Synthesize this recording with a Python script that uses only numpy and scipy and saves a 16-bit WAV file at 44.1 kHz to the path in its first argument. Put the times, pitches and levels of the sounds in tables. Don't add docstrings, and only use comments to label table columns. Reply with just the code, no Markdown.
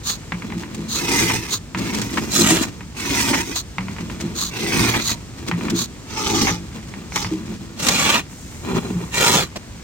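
import sys
import numpy as np
from scipy import signal
from scipy.fft import rfft, irfft, next_fast_len
from scipy.io import wavfile
from scipy.ndimage import uniform_filter1d

SR = 44100
rng = np.random.default_rng(int(sys.argv[2]) if len(sys.argv) > 2 else 0)


def digitize_waveform(pressure):
    field = np.atleast_2d(pressure).T
    bounded = np.clip(field, -1, 1)
    quanta = np.round(bounded * 32767).astype(np.int16)
    wavfile.write(sys.argv[1], SR, quanta)


N = 433503
TIME = np.arange(N) / SR
SIZE = next_fast_len(N + SR // 2)
FREQ = np.fft.rfftfreq(SIZE, 1 / SR)


def undb(db):
    return 10 ** (np.asarray(db) / 20)


def along(points):
    hz, value = np.transpose(points)
    return np.interp(np.log(FREQ + 1), np.log(np.abs(hz) + 1), value)


def causal(gain):
    cepstrum = irfft(np.log(gain + 1e-7), SIZE)
    cepstrum[1:SIZE // 2] *= 2
    cepstrum[SIZE // 2 + 1:] = 0
    return np.exp(rfft(cepstrum))


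def through(x, response):
    return irfft(rfft(x, SIZE) * response, SIZE)[..., :N]


def unit(gain, band_hz=(0, SR)):
    inside = (FREQ >= band_hz[0]) & (FREQ <= band_hz[1])
    return gain / np.sqrt(np.mean(np.abs(gain) ** 2 * inside))


def below(hz):
    return 1 / (1 + (FREQ / hz) ** 8)


def resonances(modes):
    power = sum(undb(2 * db) / (1 + ((FREQ - hz) / width_hz) ** 2) ** 2 for hz, width_hz, db in modes)
    return np.sqrt(power)


def walk(rate_hz):
    count = max(int(SR / rate_hz), 2)
    held = rng.standard_normal(N)[np.arange(N) // count]
    return 1.22 * uniform_filter1d(held, count)


def fractures(rate_hz, spread_db):
    size = undb(spread_db * np.minimum(rng.exponential(size=N), 5))
    size = size * (rng.random(N) < rate_hz / SR)
    return size * rng.standard_normal((2, N)) / np.sqrt(np.mean(size ** 2))


def stroke(start_s, length_s, attack_s, release_s):
    rise = np.clip((TIME - start_s) / attack_s, 0, 1)
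    fall = np.exp(-np.maximum(TIME - start_s - length_s, 0) / release_s)
    return np.sin(np.pi / 2 * rise) ** 2 * fall


def ramp(start_s, length_s, db_per_s):
    return undb(db_per_s * (np.clip(TIME - start_s, 0, length_s) - length_s / 2))


# (frequency [Hz], correlation [-1..1])
LEFT_RIGHT_LIKENESS = [(60, 0.97), (280, 0.75), (1000, 0.35), (3000, -0.0059), (9500, -0.096),
                       (12500, 0.31)]


def stereo(pair, response, pan_db=0, lead=1):
    likeness = np.clip(along(LEFT_RIGHT_LIKENESS), -.9, .98)
    direct_share = 0.59 * below(4500)
    width = np.sqrt((1 - likeness) / (1 + likeness))
    sound, scatter = rfft(pair, SIZE) * response
    side = width * (1j * lead * direct_share * sound + np.sqrt(1 - direct_share ** 2) * scatter)
    left_right = irfft(np.array([sound + side, sound - side]), SIZE)[:, :N]
    return left_right * undb(np.array([[pan_db], [-pan_db]]) / 2)


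# (frequency [Hz], level [dB per Hz])
AIR_SPECTRUM = [(20, -25), (55, -1), (120, -3.5), (250, -10), (600, -24.5), (3500, -32.5), (7500, -32),
                (15000, -48)]
# (frequency [Hz], level [dB per Hz])
KNOCK_SPECTRUM = [(450, 10.5), (680, 6.5), (920, 20), (1500, 12), (2200, 17.5), (3300, 3.5), (14000, -26)]
RUSTLE_SWING_DB = 4.5


def yard(air_db=-35.5, rustle_db=-55):
    air = stereo(rng.standard_normal((2, N)) * undb(walk(5.5)), unit(undb(along(AIR_SPECTRUM))))
    crackle = fractures(340, 0.43) * undb(RUSTLE_SWING_DB * walk(14))
    litter = stereo(crackle, unit(causal(undb(along(KNOCK_SPECTRUM)))))
    return undb(air_db) * air + undb(rustle_db) * litter


# (start [s], length [s], relative level [dB])
SWISHES = [(0.03, 0.14, -33.5), (0.877, 0.15, -33.5), (1.488, 0.1, -29.5), (3.532, 0.094, -30),
           (4.34, 0.17, -33.5), (4.998, 0.16, -32.5), (5.738, 0.13, -33)]
# (frequency [Hz], level [dB per Hz])
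CLOTH_SPECTRUM = [(700, -21.5), (1150, -6.5), (2000, -19), (3100, -12.5), (4150, 0.5), (5300, -13),
                  (6600, -0.5), (7800, -12.5), (15000, -18)]


def sleeves(level_db=8.5, rough_db=2.0, edge_s=0.056):
    swing = np.zeros(N)
    for start_s, length_s, db in SWISHES:
        edge = np.minimum(TIME - start_s, start_s + length_s - TIME)
        swing += undb(db) * np.clip(edge / edge_s, 0, 1)
    threads = fractures(7600, 0.38) * swing * undb(rough_db * walk(170))
    return undb(level_db) * stereo(threads, unit(causal(undb(along(CLOTH_SPECTRUM)))), pan_db=-2.0)


def strike(events, ring):
    blows = np.zeros(N)
    for at_s, db in events:
        blows[int(np.clip(at_s * SR, 0, N - 1))] += undb(db)
    return signal.fftconvolve(blows[None], ring, axes=1)[:, :N]


def hits(events, spectrum, level_db, rattle_db, rattle_s, tail_db, tail_s, rise_s=0.000067):
    response = causal(undb(along(spectrum)))
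    response /= np.abs(irfft(response, SIZE)).max()
    t = TIME[:SR // 2]
    rattle = undb(rattle_db) * np.exp(-(t / rattle_s) ** 2)
    tail = undb(tail_db) * np.exp(-t / tail_s)
    decay = (rattle + tail) * (1 - np.exp(-t / rise_s))
    scatter = stereo(strike(events, decay[None]) * rng.standard_normal((2, N)), response)
    crack = through(strike(events, np.ones((1, 1))), response)
    return undb(level_db) * (crack + scatter)


# (time [s], relative level [dB])
SNAPS = [(0.095, -16.5), (0.745, -24.5), (1.946, -17), (2.0153, -16), (3.556, -17), (4.206, -24),
         (5.699, -17), (7.1575, -12.5), (7.799, -21), (7.885, -5)]
# (frequency [Hz], level [dB per Hz])
SNAP_SPECTRUM = [(800, 15.8), (6800, 16.8), (15000, 0.5)]


def snaps():
    return hits(SNAPS, SNAP_SPECTRUM, level_db=-4, rattle_db=-6.0, rattle_s=0.011,
                tail_db=-35.0, tail_s=0.17, rise_s=0.00072)


# (frequency [Hz], free t60 [s], level [dB])
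TIMBER_MODES = [(117.3, 0.5, 5), (178, 0.5, 4.5), (220, 0.15, 6), (275, 0.14, 1.5), (330, 0.32, 4),
                (392.7, 0.4, -7)]


def timber_ring():
    modes = sum(undb(db) / (1 + 2j * np.pi * (FREQ - hz) * t60_s / np.log(1000))
                for hz, t60_s, db in TIMBER_MODES)
    return unit(modes * below(700))


# (start [s], length [s], relative level [dB], pressure growth [dB/s], wood)
SLIDES = [(0.3, 0.74, -27, -2, "beam"), (1.712, 0.77, -20, 2.5, "beam"), (2.343, 0.31, -18.5, -3, "beam"),
          (3.768, 0.67, -27, -6, "beam"), (5.325, 0.43, -23.5, 33, "beam"), (6.516, 0.56, -32, 6, "beam"),
          (7.25, 0.67, -29.5, -15, "beam"), (8.6, 0.16, -26.5, 47, "log"), (8.812, 0.19, -31, -6, "log")]


def pressure_on(wood, settle_s=0.079, lift_s=0.059):
    return sum(undb(db) * stroke(start_s, length_s, settle_s, lift_s) * ramp(start_s, length_s, growth)
               for start_s, length_s, db, growth, kind in SLIDES if kind == wood)


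# (frequency [Hz], level [dB per Hz])
RUMBLE_SPECTRUM = [(60, -35), (240, -2.5), (560, -27), (950, -21.5), (3000, -40), (12000, -44)]
# (frequency [Hz], width [Hz], level [dB])
BLADE_MODES = [(964, 39, -2), (1200, 67, -1), (1420, 66, -3), (1880, 49, -1), (2400, 93, 0), (2740, 50, -1),
               (3150, 37, -4), (3410, 80, -3), (4050, 55, -1), (6790, 80, -8)]
# (frequency [Hz], width [Hz], level [dB])
LOG_MODES = [(195, 50, 0), (388, 70, -3), (950, 330, -16)]
STEEL_ON_LOG_DB = -19


def slides(wood, modes, level_db, timber_db, blade_db, grit_db, judder_db=3.0, judder_hz=40):
    pressure = pressure_on(wood) * undb(judder_db * walk(judder_hz))
    colour = np.hypot(unit(undb(along(RUMBLE_SPECTRUM))), undb(blade_db) * unit(resonances(modes)))
    rumble_response = unit(causal(colour) + undb(timber_db) * timber_ring())
    rumble = stereo(fractures(2500, 2.64) * pressure, rumble_response)
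    crackle = fractures(1500, 0.91) * pressure * undb(RUSTLE_SWING_DB * walk(judder_hz))
    grit_colour = np.hypot(undb(along(SNAP_SPECTRUM)), undb(along(KNOCK_SPECTRUM)))
    crumbs = stereo(crackle, unit(causal(grit_colour)))
    return undb(level_db) * rumble + undb(grit_db) * crumbs


# (time [s], relative level [dB])
KNOCKS = [(0.3215, -7), (0.422, -17), (0.503, -21), (0.523, -16), (0.635, -16.5), (1.748, -6), (2.808, -20),
          (3.7835, -6), (3.884, -16), (3.965, -20), (3.985, -16), (4.099, -17), (5.514, -5), (5.61, -15),
          (5.654, -18), (5.684, -13), (6.939, -17), (7.122, -17), (7.247, -10)]


def knocks(bounce_s=0.023, bounce_db=-15.5):
    bounces = [(at_s + bounce_s, db + bounce_db) for at_s, db in KNOCKS]
    return hits(KNOCKS + bounces, KNOCK_SPECTRUM, level_db=-0.5, rattle_db=-31.0, rattle_s=0.0071,
                tail_db=-32.5, tail_s=0.022)


# (time [s], relative level [dB], pitch favoured at the spot [Hz])
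BUMPS = [(0.551, -15, 213), (0.778, -16, 231), (2.39, -10, 335), (2.508, -7, 320), (4.013, -15.5, 213),
         (4.239, -14.5, 233), (5.531, -15.5, 170), (5.721, -9, 270), (6.5, -14, 178), (7.313, -12, 300),
         (7.503, -18.5, 230), (8.731, -11, 197), (8.89, -14.5, 215), (8.949, -14, 175)]


def thuds(events, level_db, push_s, vary_db=2, focus_db_per_octave=16, hand_damping=0.7):
    out, t = np.zeros(N + SR), TIME[:SR // 2]
    hz, t60_s, db = np.transpose(TIMBER_MODES)[:, :, None]
    for at_s, peak_db, spot_hz in events:
        level_chance, pitch_chance = rng.standard_normal((2, len(TIMBER_MODES), 1))
        weight_db = db + vary_db * level_chance - focus_db_per_octave * np.abs(np.log2(hz / spot_hz))
        decay = undb(weight_db - 60 * t / (hand_damping * t60_s))
        modes = decay * np.sin(2 * np.pi * hz * (1 + 0.042 * pitch_chance) * t)
        ring = modes.sum(0) * (1 - np.exp(-t / push_s))
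        out[int(at_s * SR):][:len(t)] += undb(peak_db + level_db) * ring / np.abs(ring).max()
    return out[:N]


def timber_thuds():
    knocked = [(at_s, db, 170) for at_s, db in KNOCKS]
    return thuds(knocked, level_db=-13, push_s=.008) + thuds(BUMPS, level_db=-1.5, push_s=.006)


def chatter(slip_hz=150, jitter=0.3, fall_db=6.5):
    phase = np.cumsum(slip_hz * np.exp(jitter * walk(slip_hz))) / SR
    slips = undb(-fall_db * (phase % 1))
    return slips / np.sqrt(np.mean(slips ** 2))


def glance(x, echo=0.4, lag_s=.0024, drift=0.1544):
    lag = lag_s * (1 + drift * walk(4))
    reflected = np.array([np.interp(TIME - lag, TIME, channel) for channel in x])
    return (x + echo * reflected) / np.hypot(1, echo)


# (start [s], length [s], deepest after [s], relative cutting level [dB],
# splintering re cutting [dB], splintering change [dB/s], kind of cut)
PULLS = [ (0.916, 0.45, 0.26, -23.5, 0, 0, "beam"), (1.349, 0.18, 0.045, -34.5, -2.5, -2, "beam"),
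         (1.762, 0.64, 0.052, -33.5, 2.5, 38, "beam"), (2.928, 0.48, 0.28, -24, 0, -1, "beam"),
         (3.39, 0.14, 0.058, -35.5, -1, -6, "beam"), (4.478, 0.52, 0.36, -22.5, -2, -9, "beam"),
         (5.041, 0.074, 0.097, -29.5, -8, 0, "beam"), (6.032, 0.48, 0.41, -23, 2, -6, "end"),
         (7.086, 0.13, 0.078, -25, 4, -8, "end"), (2.277, 0.14, 0.13, -26, 8, 4, "deep"),
         (2.387, 0.2, 0.12, -22, 1, -6, "deep"), (2.571, 0.065, 0.055, -26.5, 4, 0, "deep"),
         (7.754, 0.44, 0.35, -19.5, -1, -23, "deep"), (9.098, 0.34, 0.21, -18.5, -1, -2, "deep")]
CUTS = {"beam": (0.095, 34.5, 24.5, 0.021), "end": (0.19, 27.6, 54, 0.042),
        "deep": (0.096, 22.6, 42, 0.015)}


def effort(cut, splinter_growth=0.57):
    bite_s, dig_db_per_s, ease_db_per_s, leave_s = CUTS[cut]
    force, fine = np.zeros((2, N))
    for start_s, length_s, deepest_s, db, fine_db, fine_db_per_s, kind in PULLS:
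        if kind == cut:
            late_s = TIME - start_s - deepest_s
            depth_db = -np.abs(late_s * np.where(late_s < 0, dig_db_per_s, ease_db_per_s))
            pull = undb(db + depth_db) * stroke(start_s, length_s, bite_s, leave_s)
            force += pull
            splinter_gain = undb(fine_db + splinter_growth * depth_db)
            fine += pull * splinter_gain * ramp(start_s, length_s, fine_db_per_s)
    return force, fine


def sag(x, cut, sag_per_s=0.25):
    ahead_s = sum(sag_per_s / 2 * np.maximum((TIME - start_s) * (start_s + length_s - TIME), 0)
                  for start_s, length_s, *_, kind in PULLS if kind == cut)
    return np.array([np.interp(TIME + ahead_s, TIME, channel) for channel in x])


def shifting(x, swell_db=2.2):
    spectra = signal.stft(x, SR, nperseg=512)[2]
    swell = rng.standard_normal(spectra.shape[1:])
    for axis, size in ((0, 3), (0, 3), (1, 7), (1, 7)):
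        swell = uniform_filter1d(swell, size, axis=axis)
    gain = undb(swell_db * swell / swell.std())
    return signal.istft(spectra * gain / np.sqrt(np.mean(gain ** 2)), SR)[1][:, :N]


# (frequency [Hz], level [dB per Hz])
BEAM_TEAR = [(50, -43), (110, 5), (330, -2), (600, -8), (900, -5.5), (1500, -8.5), (2300, -21),
             (4000, -19.5), (6500, -79), (8000, 0), (15000, -8.5)]
DEEP_TEAR = [(50, -16.5), (170, 12.5), (300, -0.5), (600, -1.5), (3000, -5), (5000, -11), (6500, -7.5),
             (9000, -12.5), (15000, -21.5)]
# (frequency [Hz], width [Hz], level [dB])
BEAM_MODES = [(944, 26, 12.5), (2045, 184, 8), (2480, 140, 8), (5820, 1530, 12)]
END_MODES = [(850, 58, 4.5), (1206, 90, -0.5), (2030, 250, -5.5), (2460, 100, -3.5), (3470, 93, -11),
             (5890, 1140, 10.5)]


def pulls(cut, tear, modes, ring_db, tear_db, timber_db, pan_db, lead=1, rate_hz=14000,
          fibre_spread_db=1.4, catch_db=1.9, catch_hz=110):
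    catching = undb(catch_db * walk(catch_hz))
    breaks = glance(fractures(rate_hz, fibre_spread_db) * chatter() * catching)
    force, splinters = (breaks * gain * undb(tear_db) for gain in effort(cut))
    body_band_hz, fine_band_hz = (700, 3500), (4500, 10000)
    bass, coarse = below(600), below(4000)
    tearing = unit(undb(along(tear)), body_band_hz)
    ringing = undb(ring_db) * unit(resonances(modes), body_band_hz)
    response = causal(np.hypot(tearing, ringing))
    body = unit(response, body_band_hz)
    low = stereo(force, body * bass + undb(timber_db) * timber_ring(), 0, lead)
    rasp = stereo(force, body * (coarse - bass), pan_db, lead)
    fine = stereo(splinters, unit(response, fine_band_hz) * (1 - coarse), pan_db, lead)
    if cut != "deep":
        rasp = sag(rasp, cut)
    return shifting(low + fine + rasp)


# (start [s], length [s], level [dB])
RIPS = [(1.291, 0.025, -22), (2.169, 0.015, -19), (2.565, 0.0093, -20), (2.63, 0.0084, -22.5),
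        (3.328, 0.022, -19.5), (4.935, 0.013, -19.5), (6.467, 0.03, -19), (7.156, 0.022, -25),
        (8.05, 0.019, -26)]


def rips(crack_hz=3000, attack_s=0.0047, release_s=0.0066):
    split = sum(undb(db) * stroke(start_s, length_s, attack_s, release_s) for start_s, length_s, db in RIPS)
    return stereo(fractures(crack_hz, 0.92) * split, unit(causal(undb(along(KNOCK_SPECTRUM)))))


def dust(start_s=8.28, length_s=1.0, level_db=-48):
    fall = stroke(start_s, length_s, 0.03, .08)
    treble = undb(along(SNAP_SPECTRUM)) * (1 - below(5800))
    return undb(level_db) * stereo(fractures(5000, 1.0) * fall, unit(causal(treble)))


# (frequency [Hz], width [Hz], level [dB])
CLUNK_MODES = [(400, 450, -0.5), (2400, 5000, -14.5)]


def clunk(at_s=9.556, length_s=0.016, edge_s=0.0048, level_db=-27):
    contact = fractures(8000, 0) * stroke(at_s, length_s, edge_s, edge_s)
    return undb(level_db) * stereo(contact, unit(causal(resonances(CLUNK_MODES))), lead=-1.3)


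def scene():
    beam_slides = slides("beam", BLADE_MODES, level_db=-7.5, timber_db=2.0, blade_db=-10, grit_db=-22)
    damped_steel = [(hz, width_hz, db + STEEL_ON_LOG_DB) for hz, width_hz, db in BLADE_MODES]
    log_slides = slides("log", LOG_MODES + damped_steel, level_db=-1, timber_db=-20, blade_db=7, grit_db=-23)
    beam = pulls("beam", BEAM_TEAR, BEAM_MODES, ring_db=7.0, tear_db=0.0, timber_db=0.0, pan_db=-2.0)
    beam_end = pulls("end", BEAM_TEAR, END_MODES, ring_db=7.5, tear_db=-1.0, timber_db=4.0, pan_db=-1.0)
    deep = pulls("deep", DEEP_TEAR, BLADE_MODES, ring_db=-1.5, tear_db=-0.5, timber_db=-16.5,
                 pan_db=-1.5, lead=-0.88)
    cutting = beam + beam_end + deep + rips() + dust()
    blows = snaps() + knocks() + timber_thuds() + clunk()
    return yard() + sleeves() + beam_slides + log_slides + cutting + blows


def record(dry, dip_hz=10800, dip_width_hz=750, dip_db=-13, low_hz=30, top_hz=16000):
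    dip = undb(dip_db / (1 + ((FREQ - dip_hz) / dip_width_hz) ** 2))
    bass_loss = FREQ ** 2 / np.hypot(FREQ ** 2, low_hz ** 2)
    heard = through(dry, causal(dip * bass_loss))
    top_cut = signal.ellip(10, .2, 80, top_hz, fs=SR, output="sos")
    return signal.sosfilt(top_cut, np.clip(heard, -1, 1))


dry = scene()
out = record(dry)
digitize_waveform(out)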